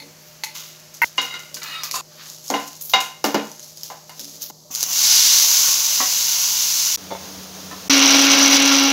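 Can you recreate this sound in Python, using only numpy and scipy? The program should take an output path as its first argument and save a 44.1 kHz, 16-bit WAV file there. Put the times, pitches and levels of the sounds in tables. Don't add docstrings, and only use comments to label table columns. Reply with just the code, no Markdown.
import sys
import numpy as np
from scipy import signal
from scipy.fft import rfft, irfft, next_fast_len
from scipy.io import wavfile
from scipy.ndimage import uniform_filter1d

SR = 44100
rng = np.random.default_rng(int(sys.argv[2]) if len(sys.argv) > 2 else 0)


def transcribe(u):
    v = np.clip(np.atleast_2d(u).T, -1, 1)
    q = np.round(v * 32767).astype(np.int16)
    wavfile.write(sys.argv[1], SR, q)


def makeup_ratio(level_db):
    decades = np.asarray(level_db, float) / 20
    return 10 ** decades


N = 393372
T = np.arange(N) / SR


def evened(x):
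    return x / np.sqrt(np.mean(x ** 2) + 1e-20)


def read(points, hz):
    f, value = np.transpose(points)
    return np.interp(np.log(hz + 1), np.log(f + 1), value)


def colour(x, spectrum):
    size = next_fast_len(len(x))
    gain = makeup_ratio(read(spectrum, np.fft.rfftfreq(size, 1 / SR)))
    return evened(irfft(rfft(x, size) * gain, size)[:len(x)])


def resonate(x, hz, width):
    carrier = np.exp(2j * np.pi * np.cumsum(hz * np.ones(len(x))) / SR)
    r = np.exp(-np.pi * width / SR)
    return 2 * (carrier * signal.lfilter([1 - r], [1, -r], x / carrier)).real


def top(x):
    return signal.sosfilt(signal.butter(4, 8500 / SR * 2, "high", output="sos"), x)


def column(rows, k):
    return np.interp(T, *np.transpose(rows)[[0, k]])


def level(rows, k=1):
    return makeup_ratio(column(rows, k)) * (T >= rows[0][0]) * (T <= rows[-1][0])


def grains(per_s, spread_db, wash):
    size = makeup_ratio(spread_db * np.minimum(rng.exponential(1, N), 5))
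    size *= rng.random(N) < per_s / SR
    return evened(size * rng.standard_normal(N)) + wash * rng.standard_normal(N)


def flutter(per_s, depth_db):
    return makeup_ratio(depth_db * evened(uniform_filter1d(rng.standard_normal(N), max(int(SR / per_s), 2))))


# start_s, silence_s
SHOT_CUTS = [(1.0445, 0), (2.0115, .001), (4.5095, .003), (5.785, .002), (6.9635, .010), (7.8845, .012)]


def add(mix, s, sound):
    end = min([c for c, _ in SHOT_CUTS if c > s] + [N / SR])
    part = mix[round(s * SR):round(end * SR)][:len(sound)]
    part += sound[:len(part)]


def swells(events):
    power, t = np.zeros(N), np.arange(SR) / SR
    for s, db, rise_s, t60 in events:
        rise = np.minimum(t / max(rise_s, .001), 1)
        fade = makeup_ratio(db - 60 * np.maximum(t - rise_s, 0) / t60)
        add(power, s, (fade * rise) ** 2)
    return np.sqrt(power)


def struck(modes, events):
    out, t = np.zeros(N), np.arange(SR // 4) / SR
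    hz, db, t60 = np.transpose(modes)
    sines = np.sin(2 * np.pi * hz[:, None] * t)
    for s, peak_db, bright_db, damping in events:
        heights = makeup_ratio(db + bright_db * np.log2(hz / 2000))
        ring = heights @ (makeup_ratio(-60 * damping * t / t60[:, None]) * sines)
        attack = np.minimum(t / 0.00053, 1)
        add(out, s, makeup_ratio(peak_db) * ring / abs(ring).max() * attack)
    return out


# freq_hz, gain_db
STOVE_SPECTRUM = [(30, -19), (90, -20), (160, -14), (300, -19.5), (560, -20.5), (605, -7), (650, -19.5),
                  (900, -20.5), (1500, -36), (2600, -37.5), (4500, -19), (6400, -16.5), (7500, -24),
                  (8700, -38), (11500, -26.5), (15500, -30)]
# freq_hz, gain_db
JAR_SPECTRUM = [(18, -68), (30, -61), (86, -2), (127, -22), (189, -3.5), (245, -16), (287, -3), (345, -14),
                (437, -8.5), (2170, -19), (6550, -10.5), (7870, -26.5), (16000, -20)]
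# pitch_hz, level_db (relative)
STOVE_HUM_LINES = [(156.1, -55), (360.7, -65), (495.3, -66.5), (602.9, -69)]
# pitch_hz, level_db (relative)
JAR_HUM_LINES = [(156.1, -55), (188.4, -44), (285.3, -66)]
SHOT_MURMUR = [-53, -52, -60]


def air():
    def hum(lines):
        return sum(makeup_ratio(db + 2) * np.sin(2 * np.pi * hz * T) * flutter(20, 0.5) for hz, db in lines)

    stove = makeup_ratio(-48.5) * colour(rng.standard_normal(N), STOVE_SPECTRUM) + hum(STOVE_HUM_LINES)
    shot = np.searchsorted([s for s, _ in SHOT_CUTS], T)
    murmur_gain = np.append(makeup_ratio(SHOT_MURMUR), np.zeros(len(SHOT_CUTS)))[shot] * flutter(9.3, 0.5)
    murmur_spectrum = [(500, -29), (1100, -10), (3000, -9.5), (5000, -21)]
    stove += colour(rng.standard_normal(N), murmur_spectrum) * murmur_gain
    jar = makeup_ratio(-36) * colour(rng.standard_normal(N), JAR_SPECTRUM) * flutter(13, 0.75) + hum(JAR_HUM_LINES)
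    jar_start_s, jar_end_s = SHOT_CUTS[4][0], SHOT_CUTS[5][0]
    return np.where(T < jar_start_s, stove, jar * (T < jar_end_s))


# freq_hz, gain_db
SEED_SPECTRUM = [(500, -27), (1000, -13.5), (2000, -18), (3500, -5), (5000, 1.5), (6600, 4.5), (7500, -4),
                 (8600, -15), (11500, -5), (15500, -6)]
# start_s, level_db, rise_s, t60_s, treble_db (against level)
SEED_SCATTERS = [(0.0, -50, .01, 1.3, -4), (0.15, -50, 0.12, 1.2, 3), (0.436, -31.5, 0.0034, 0.27, -25),
                 (0.538, -32, 0.021, 0.83, -4), (0.935, -37.5, .012, 0.27, -11),
                 (1.017, -29, 0.0027, 0.16, 7), (1.045, -32.5, 0.0042, 0.26, -5),
                 (1.155, -44, .004, .5, -3), (1.17, -40, .012, .7, -12), (1.217, -32.5, .01, 0.49, -4),
                 (1.39, -42.5, .004, 0.87, -6), (1.54, -33, .004, 0.46, -10),
                 (1.632, -35.5, .004, 0.62, 1.5), (1.835, -26.5, 0.004, 0.25, -1),
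                 (1.9, -26.5, 0.059, 0.2, -23), (2.075, -45, 0.16, 2, -3), (2.19, -37.5, .11, 0.66, -14),
                 (2.42, -34.5, 0.065, 1.7, -14), (2.6, -40, 0.048, 0.73, -3), (2.805, -42, .01, .35, 15),
                 (2.84, -42.5, 0.016, 0.39, 14), (2.89, -32, .01, 0.35, 4.5), (2.935, -32, .01, .3, -16.5),
                 (3.004, -28.5, .004, 0.39, -19), (3.24, -23, .004, 0.37, -3), (3.342, -40, .004, 2.3, -7),
                 (3.58, -40.5, 0.062, 0.81, -10), (3.74, -42, 0.052, .8, -8), (3.83, -34, 0.0044, 0.6, -4),
                 (4.05, -40.5, 0.14, 1.8, -4), (4.192, -36, .004, 0.93, -8), (4.27, -41, .02, 1.2, -9),
                 (4.4, -30, 0.028, 0.44, 3)]


def seeds():
    patter = colour(grains(1800, 2.2, 1), SEED_SPECTRUM) * flutter(53, 0.75)
    bright = top(patter)
    body_gain = swells([row[:-1] for row in SEED_SCATTERS])
    bright_gain = swells([(s, db + top_db, rise_s, t60) for s, db, rise_s, t60, top_db in SEED_SCATTERS])
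    return body_gain * evened(patter - bright) + bright_gain * evened(bright)


PAN_PITCHES = [215, 285, 371, 479, 560, 711, 775, 813, 867, 910, 1011, 1030, 1421, 1497, 2079, 2118, 2851,
               2885, 2916, 3768, 3816, 4339, 4760, 4810, 5884, 6498, 7122]
# level_db, t60_s (before damping)
PAN_MODES = [(-14, 0.58), (-9, 0.45), (-17, 0.46), (-14, 0.53), (-18, 0.28), (-12.5, 0.31), (-13, 0.35),
             (-3, 0.15), (-16, 0.29), (-14.5, 0.28), (-5.5, 0.23), (-12, 0.3), (-9.5, 0.17), (-20, 0.3),
             (-9, 0.15), (-12.5, 0.29), (-8.5, 0.15), (-11.5, 0.19), (-19, 0.21), (-13, 0.2), (-11, 0.22),
             (-18.5, 0.15), (-21, 0.25), (-14.5, 0.14), (-22.5, 0.27), (-24, 0.093), (-17.5, 0.067)]
# start_s, level_db, rise_s, t60_s, patter_db (against ring)
PAN_LANDINGS = [(0.545, -44, 0.011, 0.76, 5.5), (1.195, -32, .005, 0.77, -12), (1.3, -32, 0.037, 0.54, -19)]
# start_s, level_db, rise_s, t60_s
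PAN_ROCKING = [(0.0, -45.5, .004, 0.6), (1.5, -49.5, 0.036, 0.87), (1.9, -51, 0.037, .4),
               (4.12, -61, .08, 2.8), (4.165, -51, 0.03, 2.5), (6.03, -45, 0.012, 0.67)]


def pan_murmur():
    t = np.arange(SR // 3) / SR
    modes = [(hz, makeup_ratio(db - 60 * t / t60) * np.sin(2 * np.pi * hz * t))
             for hz, (db, t60) in zip(PAN_PITCHES, PAN_MODES)]
    low = sum(mode * hz for hz, mode in modes if hz < 600)
    high = sum(mode for hz, mode in modes if hz > 1300)

    ringing = evened(signal.oaconvolve(grains(900, 3, .5), high * makeup_ratio(-300 * t))[:N])
    ringing *= swells([row[:-1] for row in PAN_LANDINGS])
    patter_spectrum = [(600, -20), (1050, -0.5), (1700, -8), (2600, 1), (3800, 4), (5500, -17)]
    patter = colour(grains(1500, 3.1, 0.61), patter_spectrum)
    patter *= swells([(s, db + dry_db, rise_s, t60) for s, db, rise_s, t60, dry_db in PAN_LANDINGS])
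    rocking = evened(signal.oaconvolve(rng.standard_normal(N), low * makeup_ratio(-150 * t))[:N])
    return ringing + patter + rocking * swells(PAN_ROCKING)


# pitch_hz, level_db, t60_s (at damping 1)
SPOON_MODES = [(876, -4, 0.054), (2083, 1, 0.07), (2235, 1.5, 0.03), (2525, -5, 0.046), (3600, -3, .04),
               (3960, -1, 0.051), (4270, 2, 0.084), (4385, 3.5, 0.043), (6250, -12, .07), (6740, -10, .07),
               (10530, -9, 0.069), (11800, -12, .05)]
# start_s, level_db, brightness_db (per octave), damping (factor)
SPOON_TAPS = [(0.001, -23, 0.5, 0.81), (0.022, -26, -1, 0.76), (0.436, -7, -1, 1.4), (0.442, -10, 0.5, 1.4),
              (0.466, -26.5, -6, 0.43)]


def spoon_taps():
    return struck(SPOON_MODES, SPOON_TAPS)


def kitchen(knocks):
    t, out = np.arange(SR // 2) / SR, np.zeros(N)
    tail = colour(rng.standard_normal(len(t)), [(200, -26), (900, -5.5), (3000, -3), (7000, -12.5)])
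    tail *= makeup_ratio(-60 * t / 0.44) * np.minimum(t / 0.0063, 1)
    tail /= np.linalg.norm(tail)
    edges = [0] + [s for s, _ in SHOT_CUTS] + [N / SR]
    for a, b in zip(edges, edges[1:]):
        add(out, a, signal.oaconvolve(knocks[round(a * SR):round(b * SR)], tail))
    return makeup_ratio(-12) * out


# start_s, level_db, pitch_hz, treble_db (against level)
TICK_EVENTS = [(0.4368, -17, 6550, -12), (0.942, -26.5, 6170, -14), (0.9704, -32, 6090, -13),
               (1.176, -22, 4140, -37), (1.2164, -15, 6890, -13), (1.340, -24, 3950, -26),
               (1.3937, -23, 5960, -20), (1.5436, -15, 5120, -11), (1.632, -14, 5090, -14),
               (1.8345, -11, 5450, -14), (1.9121, -9.5, 5560, -26), (2.4418, -31, 6630, -5),
               (2.4808, -16, 5100, -15), (2.5017, -9, 6750, -6), (2.6783, -22.5, 6670, -9.5),
               (2.7656, -27, 6700, -13), (2.811, -23, 6680, -9), (2.8953, -24, 6400, -3),
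               (3.004, -13, 6700, -22), (3.242, -7.5, 4970, -14), (3.3445, -13, 5090, -4),
               (3.471, -28, 6700, -17), (3.516, -25, 6050, -18), (3.5954, -21.5, 6680, -10),
               (3.6285, -24, 6170, -16), (3.773, -23, 5200, -13), (3.8113, -21, 5330, -14),
               (3.8333, -13.5, 5200, 0), (4.0946, -27, 4550, -12), (4.1945, -17, 5400, -3),
               (4.2448, -20, 5260, -17), (4.2966, -26, 6800, -10), (4.3565, -27, 4630, -6),
               (4.4208, -15.5, 6700, -30), (4.4994, -24.5, 6560, -19), (4.714, -23, 6060, -6),
               (4.75, -6.5, 6740, -32), (4.808, -8, 6600, -23), (4.8293, 0.5, 6430, -15),
               (4.93, -8, 6960, -15), (7.4337, -25, 5080, -19), (7.7129, -24, 5940, -19)]


def ticks():
    click_t60_s, bounce_s, bounce_db, spray_t60_s, spray_db = 0.007, .008, -4, 0.07, -12
    out, t = np.zeros(N), np.arange(SR // 6) / SR
    bounce = makeup_ratio(bounce_db - 60 * abs(t - bounce_s) / click_t60_s) * (t >= bounce_s)
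    envelope = makeup_ratio(-60 * t / click_t60_s) + bounce + makeup_ratio(spray_db - 60 * t / spray_t60_s)
    for s, db, hz, top_db in TICK_EVENTS:
        burst = colour(rng.standard_normal(len(t)), SEED_SPECTRUM) * envelope
        bright = top(burst)
        body = burst + 1.7 * resonate(burst, hz, 570) - bright
        add(out, s, makeup_ratio(db) * (body / abs(body).max() + makeup_ratio(top_db) * bright / abs(bright).max()))
    return out


# pitch_hz, level_db, t60_s (at damping 1)
BOWL_MODES = [(940, 5.5, 0.97), (1503, 3.5, 0.19), (1924, 6, 0.16), (2090, 10.5, 0.14), (2190, -6, 0.39),
              (2670, -3, 0.22), (4340, -18, 0.091), (10900, -36, .06), (11500, -32, .06), (12100, -36, .05),
              (14100, -37, .06)]
# start_s, level_db, brightness_db (per octave), damping (factor)
BOWL_CLINKS = [(1.0177, -.5, 1.5, 1.3), (1.034, -4, 3.0, .8)]


def bowl_clinks():
    return struck(BOWL_MODES, BOWL_CLINKS)


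BLOW_BANDS = [725, 352, 2720, 6800]
# start_s, strength_db, thud_db (against strength), ring_db (against strength), dullness (0-1)
PAN_BLOWS = [(1.1797, -26.5, -6.5, 11.5, 0.62), (1.3447, -46.5, -3, 8, 0.92),
             (2.5016, -20, -3.5, -14.5, 0.82), (2.5384, -17.5, -7, -4.5, 0.73), (2.9335, -32, 2, 1, 0.82),
             (2.936, -13.5, -15.5, 5, 0.59), (3.242, -18, -0.5, -8, 0.87), (3.3431, -19, 4, -5.5, 0.84),
             (3.901, -32.5, -20, -15.5, 0.9), (4.0938, -40.5, -27, -4, 0.78), (4.5, -41, 0, -5.5, 0.37),
             (6.0025, -29.5, -12, 0.5, 0.96)]


def pan():
    out, t = np.zeros(N), np.arange(SR // 2) / SR
    hz, (db, t60) = np.array(PAN_PITCHES), np.transpose(PAN_MODES)
    step = SR // 50
    for s, body_db, thud_db, ring_db, dull in PAN_BLOWS:
        bands_db = body_db + np.array([0, thud_db, ring_db, ring_db - 1.5])
        shape = sorted(zip(BLOW_BANDS, bands_db))
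        damping = 0.95 + 0.58 * dull

        waver = np.repeat(rng.standard_normal((len(hz), len(t) // step)), step, axis=1)
        waver_db = 3.5 * uniform_filter1d(waver, size=step, axis=1)
        spot, phase = rng.standard_normal((2, len(hz)))
        heights = makeup_ratio(db + read(shape, hz) + 1.5 * spot)
        sines = np.sin(2 * np.pi * hz[:, None] * t + 0.93 * phase[:, None])
        build = np.minimum(t * hz[:, None], 1)
        ring = heights @ (makeup_ratio(waver_db - 60 * damping * t / t60[:, None]) * sines * build)

        slope = [(120, bands_db[1] - 28.5), (200, bands_db[1] + 4)]
        slope += [(f, d - 3 * np.log2(f / 950)) for f, d in shape]
        slope += [(8800, bands_db[-1] - 41), (14000, bands_db[-1] - 44.5)]
        dense, crack = rng.standard_normal((2, len(t)))
        haze = colour(dense, slope) * makeup_ratio(-34 + 36 * dull - 60 * damping * t / 0.4)
        haze += colour(crack, slope) * makeup_ratio(-6 - 60 * t / 0.02)
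        power = np.sqrt(np.sum(makeup_ratio(bands_db) ** 2))
        add(out, s, (makeup_ratio(4.5) * ring + power * haze) * np.minimum(t / .001, 1))
    return signal.sosfilt(signal.butter(2, 150 / SR * 2, "high", output="sos"), out)


# pitch_hz, width_hz, level_db, favoured_s (when the moving contact favours it)
FLAT_RESONANCES = [(1710, 90, -7, 1.65), (1980, 69, -1.5, 1.73), (2270, 30, -8, 1.78), (2530, 42, -1, 1.71),
                   (2860, 31, -0.5, 1.73), (3700, 26, 3.5, 1.785), (3970, 31, -6, 1.7), (4200, 64, -3, 1.7),
                   (4320, 45, -4, 1.86), (4840, 40, -1, 1.84), (6760, 50, -10, 1.65)]
# pitch_hz, width_hz, level_db
EDGE_RESONANCES = [(770, 63, -12), (1038, 28, 1), (1180, 100, -4), (2650, 120, -9), (3680, 150, -11),
                   (4380, 92, -6), (4680, 40, 0), (6070, 120, -18), (6800, 200, 1)]
# start_s, level_db, pitch_hz (lowest blade resonance)
DRAG_CURVE = [(1.56, -65, 1550), (1.568, -34, 1600), (1.612, -56, 1380), (1.62, -33.5, 1360),
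              (1.7, -33.5, 1300), (1.8, -35, 1320), (1.86, -35.5, 1150), (1.9, -42, 1110)]
# start_s, level_db
BITE_CURVE = [(1.9405, -33), (1.955, -33.5), (1.975, -33.5), (2.011, -40.5)]
# start_s, level_db, rise_s, t60_s
SOFT_SLIDES = [(2.08, -53, .03, 1.2), (2.16, -42, 0.039, 0.47), (2.24, -46, 0.025, 0.26)]
# start_s, level_db, rise_s, t60_s
JAR_BRUSHES = [(7.105, -41, .01, .3), (7.71, -41, .006, 0.23)]


def scrapes():
    slips = grains(4000, 1.9, 1.1) * flutter(60, 1.3)

    def ring(hz, width, db):
        return makeup_ratio(db) * evened(resonate(slips, hz, width))

    flat = np.zeros(N)
    for hz, width, db, favoured_s in FLAT_RESONANCES:
        favour_db = -12 * np.minimum(((T - favoured_s) / 0.068) ** 2, 1)
        flat += ring(hz * flutter(16, 0.064), width, db) * makeup_ratio(favour_db)
    rasp = colour(slips, [(500, -6), (1200, 8), (2300, 3), (4500, 8), (8000, -26)])
    drag = makeup_ratio(-6.5) * flat + ring(column(DRAG_CURVE, 2), 45, -10) + 0.38 * rasp
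    bite = 2.36 * evened(sum(ring(*peak) for peak in EDGE_RESONANCES)) + 0.44 * rasp
    soft = rasp * swells(SOFT_SLIDES + JAR_BRUSHES)
    return drag * level(DRAG_CURVE) + bite * level(BITE_CURVE) + soft


# pitch_hz, level_db, t60_s (at damping 1)
BLADE_MODES = [(1050, -1, 0.033), (1300, -6, 0.027), (1720, -2, .03), (2030, 4, 0.031), (2310, 6, .03),
               (2800, -6, .03), (3300, -13, .03), (4120, 2, .03)]
# start_s, level_db, brightness_db (per octave), damping (factor)
BLADE_CATCHES = [(1.568, -26, -3, 1.1), (1.6192, -20, 3, .9), (1.6576, -23, -2, .8),
                 (1.834, -12.5, -4, 2.2), (1.9118, -13, 3, 2.2), (1.942, -17, -8, 1.4)]


def blade_catches():
    return struck(BLADE_MODES, BLADE_CATCHES)


# freq_hz, gain_db
WET_SPECTRUM = [(250, -85), (600, -30), (1100, -24.5), (1800, -17), (2800, -11.5), (4200, -0.5), (6100, 2),
                (7200, -5.5), (8700, -16.5), (11000, -11.5), (15500, -16.5)]
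# freq_hz, gain_db
DRIER_SPECTRUM = [(110, -53), (250, -21.5), (600, -24), (1100, -16.5), (1800, -26), (2800, -12.5),
                  (4200, -28), (6100, 3.5), (7200, -3.5), (8700, -33), (11000, -10.5), (15500, -6.5)]
# pitch_hz, width_hz, gain_db
SIZZLE_RESONANCES = [(603, 22, -2), (940, 150, 0), (1090, 30, 2), (1450, 84, 1), (2160, 78, -6),
                     (2860, 100, -4)]
# start_s, level_db, dryness (0-1)
HISS_CURVE = [(4.7, -61, 0.5), (4.712, -33, 0.84), (4.76, -26, 0.66), (4.84, -24, 0.44), (4.88, -25.5, 0.8),
              (4.94, -19, 0.49), (5.09, -12, 0.23), (5.3, -11, 0.2), (5.5, -12.5, 0.52),
              (5.56, -12.5, 0.46), (5.86, -17, 0.44), (6.96, -18, 0.43)]


def steam():
    fizz = grains(4000, 2.1, 1.9) * flutter(280, 0.73)
    dry_share = np.clip(column(HISS_CURVE, 2), 0, 1)
    hiss = (1 - dry_share) * colour(fizz, WET_SPECTRUM) + dry_share * colour(fizz, DRIER_SPECTRUM)
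    hiss += sum(makeup_ratio(db) * resonate(hiss, hz, width) * flutter(6.9, 3.2) for hz, width, db in SIZZLE_RESONANCES)
    return hiss * flutter(21, 0.39) * level(HISS_CURVE)


# pitch_hz, level_db, t60_s (at damping 1)
LOADED_PAN_MODES = [(258, -8.5, 0.22), (750, -6, 0.33), (986, -6, 0.25), (1111, -2, 0.24),
                    (1520, -18, 0.16), (1940, -8, 0.29)]
# start_s, level_db, brightness_db (per octave), damping (factor)
TOMATO_DROPS = [(4.704, -34.5, -4.5, 2.1), (4.827, -43, 1.5, 4), (4.862, -28, 0, 3),
                (4.903, -28, -0.5, 3.6), (6.0026, -12.5, 1.5, 1.3)]


def tomato_drops():
    return struck(LOADED_PAN_MODES, TOMATO_DROPS)


# pitch_hz, level_db, t60_s (at damping 1)
JAR_WALL_MODES = [(405, 1, .12), (559, 17, 0.18), (668, 14, 0.17), (812, 16.5, 0.06), (901, 16.5, 0.096),
                  (1020, 1, 0.1), (2110, -6, .3), (2230, -4, .2), (3480, -6, 0.18)]
# start_s, level_db, brightness_db (per octave), damping (factor)
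JAR_BUMPS = [(7.106, -24, 9.5, 0.96), (7.113, -14.5, 1.5, 0.85), (7.123, -12.5, -15, 1.7),
             (7.151, -18, 4, 1.3), (7.130, -29, 7, 1.1)]


def jar_bumps():
    return struck(JAR_WALL_MODES, JAR_BUMPS)


# pitch_hz, level_db, t60_s (at damping 1)
COUNTER_MODES = [(300, -10, .1), (726, 1, 0.089), (1030, 3, .1), (1280, 0, .08), (1773, 0, .07),
                 (2700, -13, .05)]
# start_s, level_db, brightness_db (per octave), damping (factor)
COUNTER_SET_DOWN = [(7.712, -22, 4, 1.6), (7.718, -30, 0, 1.6), (7.728, -20.5, -3, 1.4)]


def counter_knocks():
    return struck(COUNTER_MODES, COUNTER_SET_DOWN)


# start_s, speed_hz (turns per second)
SHAFT_SPEED = [(7.92, 275.2), (8.418, 276.8), (8.9, 275.2)]
# multiple (of shaft speed), level_db (relative)
SHAFT_ORDERS = [(1, 1.5), (2, -16), (3, -16.5), (4, -20.5), (5, -12.5), (6, -27), (8, -18), (10, -16),
                (12, -25), (20, -20)]
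# freq_hz, gain_db
CHURN_SPECTRUM = [(50, -60), (130, -42), (217, -23), (243, -23), (272, -13.5), (382, -25.5), (548, -19),
                  (823, -22), (901, -22.5), (1380, -17.5), (1900, -20), (2780, -16), (4270, -16.5),
                  (6000, -17), (8800, -49), (11400, -72)]
# pitch_hz, width_hz, gain_db
JAR_RESONANCES = [(810, 70, -3), (1000, 140, -5), (2230, 120, -1), (2440, 40, -8), (2790, 160, -1),
                  (3320, 80, -4), (3945, 110, -2), (5150, 120, -7), (5890, 380, 1.5), (6550, 140, -4)]
# freq_hz, gain_db
RATTLE_SPECTRUM = [(3000, -60), (7000, -17), (8800, -37), (10200, -3), (11500, 2), (12200, -2), (13200, 2),
                   (14000, -4), (15200, 5), (15800, -9)]
# start_s, level_db
BLADE_LOAD = [(7.897, -13.5), (8.16, -12), (8.24, -13.5), (8.6, -13), (8.92, -17)]
# pitch_hz, level_db (relative)
WINDING_HUM = (100, -55.5)


def grinder():
    turn = 2 * np.pi * np.cumsum(column(SHAFT_SPEED, 1)) / SR
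    tone = np.zeros(N)
    for k, db in SHAFT_ORDERS:
        tone += makeup_ratio(db + 0.5) * np.sin(k * turn + k * k) * flutter(30, 0.3 + 0.45 * min(k, 6))
    tone = signal.sosfilt(signal.butter(4, 170 / SR * 2, "high", output="sos"), tone)

    food = grains(3500, 2, 1.8) * flutter(60, 0.8)
    lumps = flutter(70, 1.6) * (1 + .62 * np.cos(turn - .1))
    treble = signal.butter(3, 4500 / SR * 2, "high", output="sos")
    beaten = food + signal.sosfiltfilt(treble, food * (lumps - 1))
    churn = colour(beaten, CHURN_SPECTRUM)
    jar_ring = sum(makeup_ratio(db) * resonate(churn, hz, width) * flutter(17, 1.3) for hz, width, db in JAR_RESONANCES)
    churn = evened(churn + 1.27 * jar_ring)
    churn += makeup_ratio(-19) * colour(beaten, RATTLE_SPECTRUM) * flutter(43, 0.94)

    at_wall = np.diff(turn // (2 * np.pi), prepend=0) * rng.random(N) ** 3
    snap = signal.oaconvolve(at_wall, np.hanning(7))[:N]
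    churn -= makeup_ratio(7.5) * (snap - uniform_filter1d(snap, size=60))
    wall_hz, wall_width_hz, _ = JAR_RESONANCES[-2]
    churn += makeup_ratio(-10) * evened(resonate(at_wall, wall_hz, wall_width_hz))

    hum_hz, hum_db = WINDING_HUM
    hum = makeup_ratio(hum_db + 3.5) * np.sin(2 * np.pi * hum_hz * T)
    running = T >= BLADE_LOAD[0][0]
    return (tone * makeup_ratio(-18) + hum) * running + churn * level(BLADE_LOAD)


def scene():
    knocks = spoon_taps() + ticks() + bowl_clinks() + pan() + scrapes() + blade_catches()
    knocks += tomato_drops() + jar_bumps() + counter_knocks()
    mix = air() + seeds() + pan_murmur() + knocks + kitchen(knocks) + steam() + grinder()
    return np.array([mix, mix])


def roll_off(x):
    return signal.sosfilt(signal.butter(12, 17000, fs=SR, output="sos"), x)


def record(dry):
    held = dry / (1 + (dry / .95) ** 6) ** (1 / 6)
    held = signal.sosfilt(signal.butter(2, 60 / SR * 2, "high", output="sos"), held)
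    low_pass = signal.firwin(1023, 15780, window=("kaiser", 8), fs=SR)
    held = signal.oaconvolve(held, low_pass[None], "same")
    is_open = np.prod([(T < s) | (T >= s + gap) for s, gap in SHOT_CUTS], axis=0)
    finished = held * uniform_filter1d(is_open * 1., size=24)
    return roll_off(finished)


dry = scene()
out = record(dry)
transcribe(out)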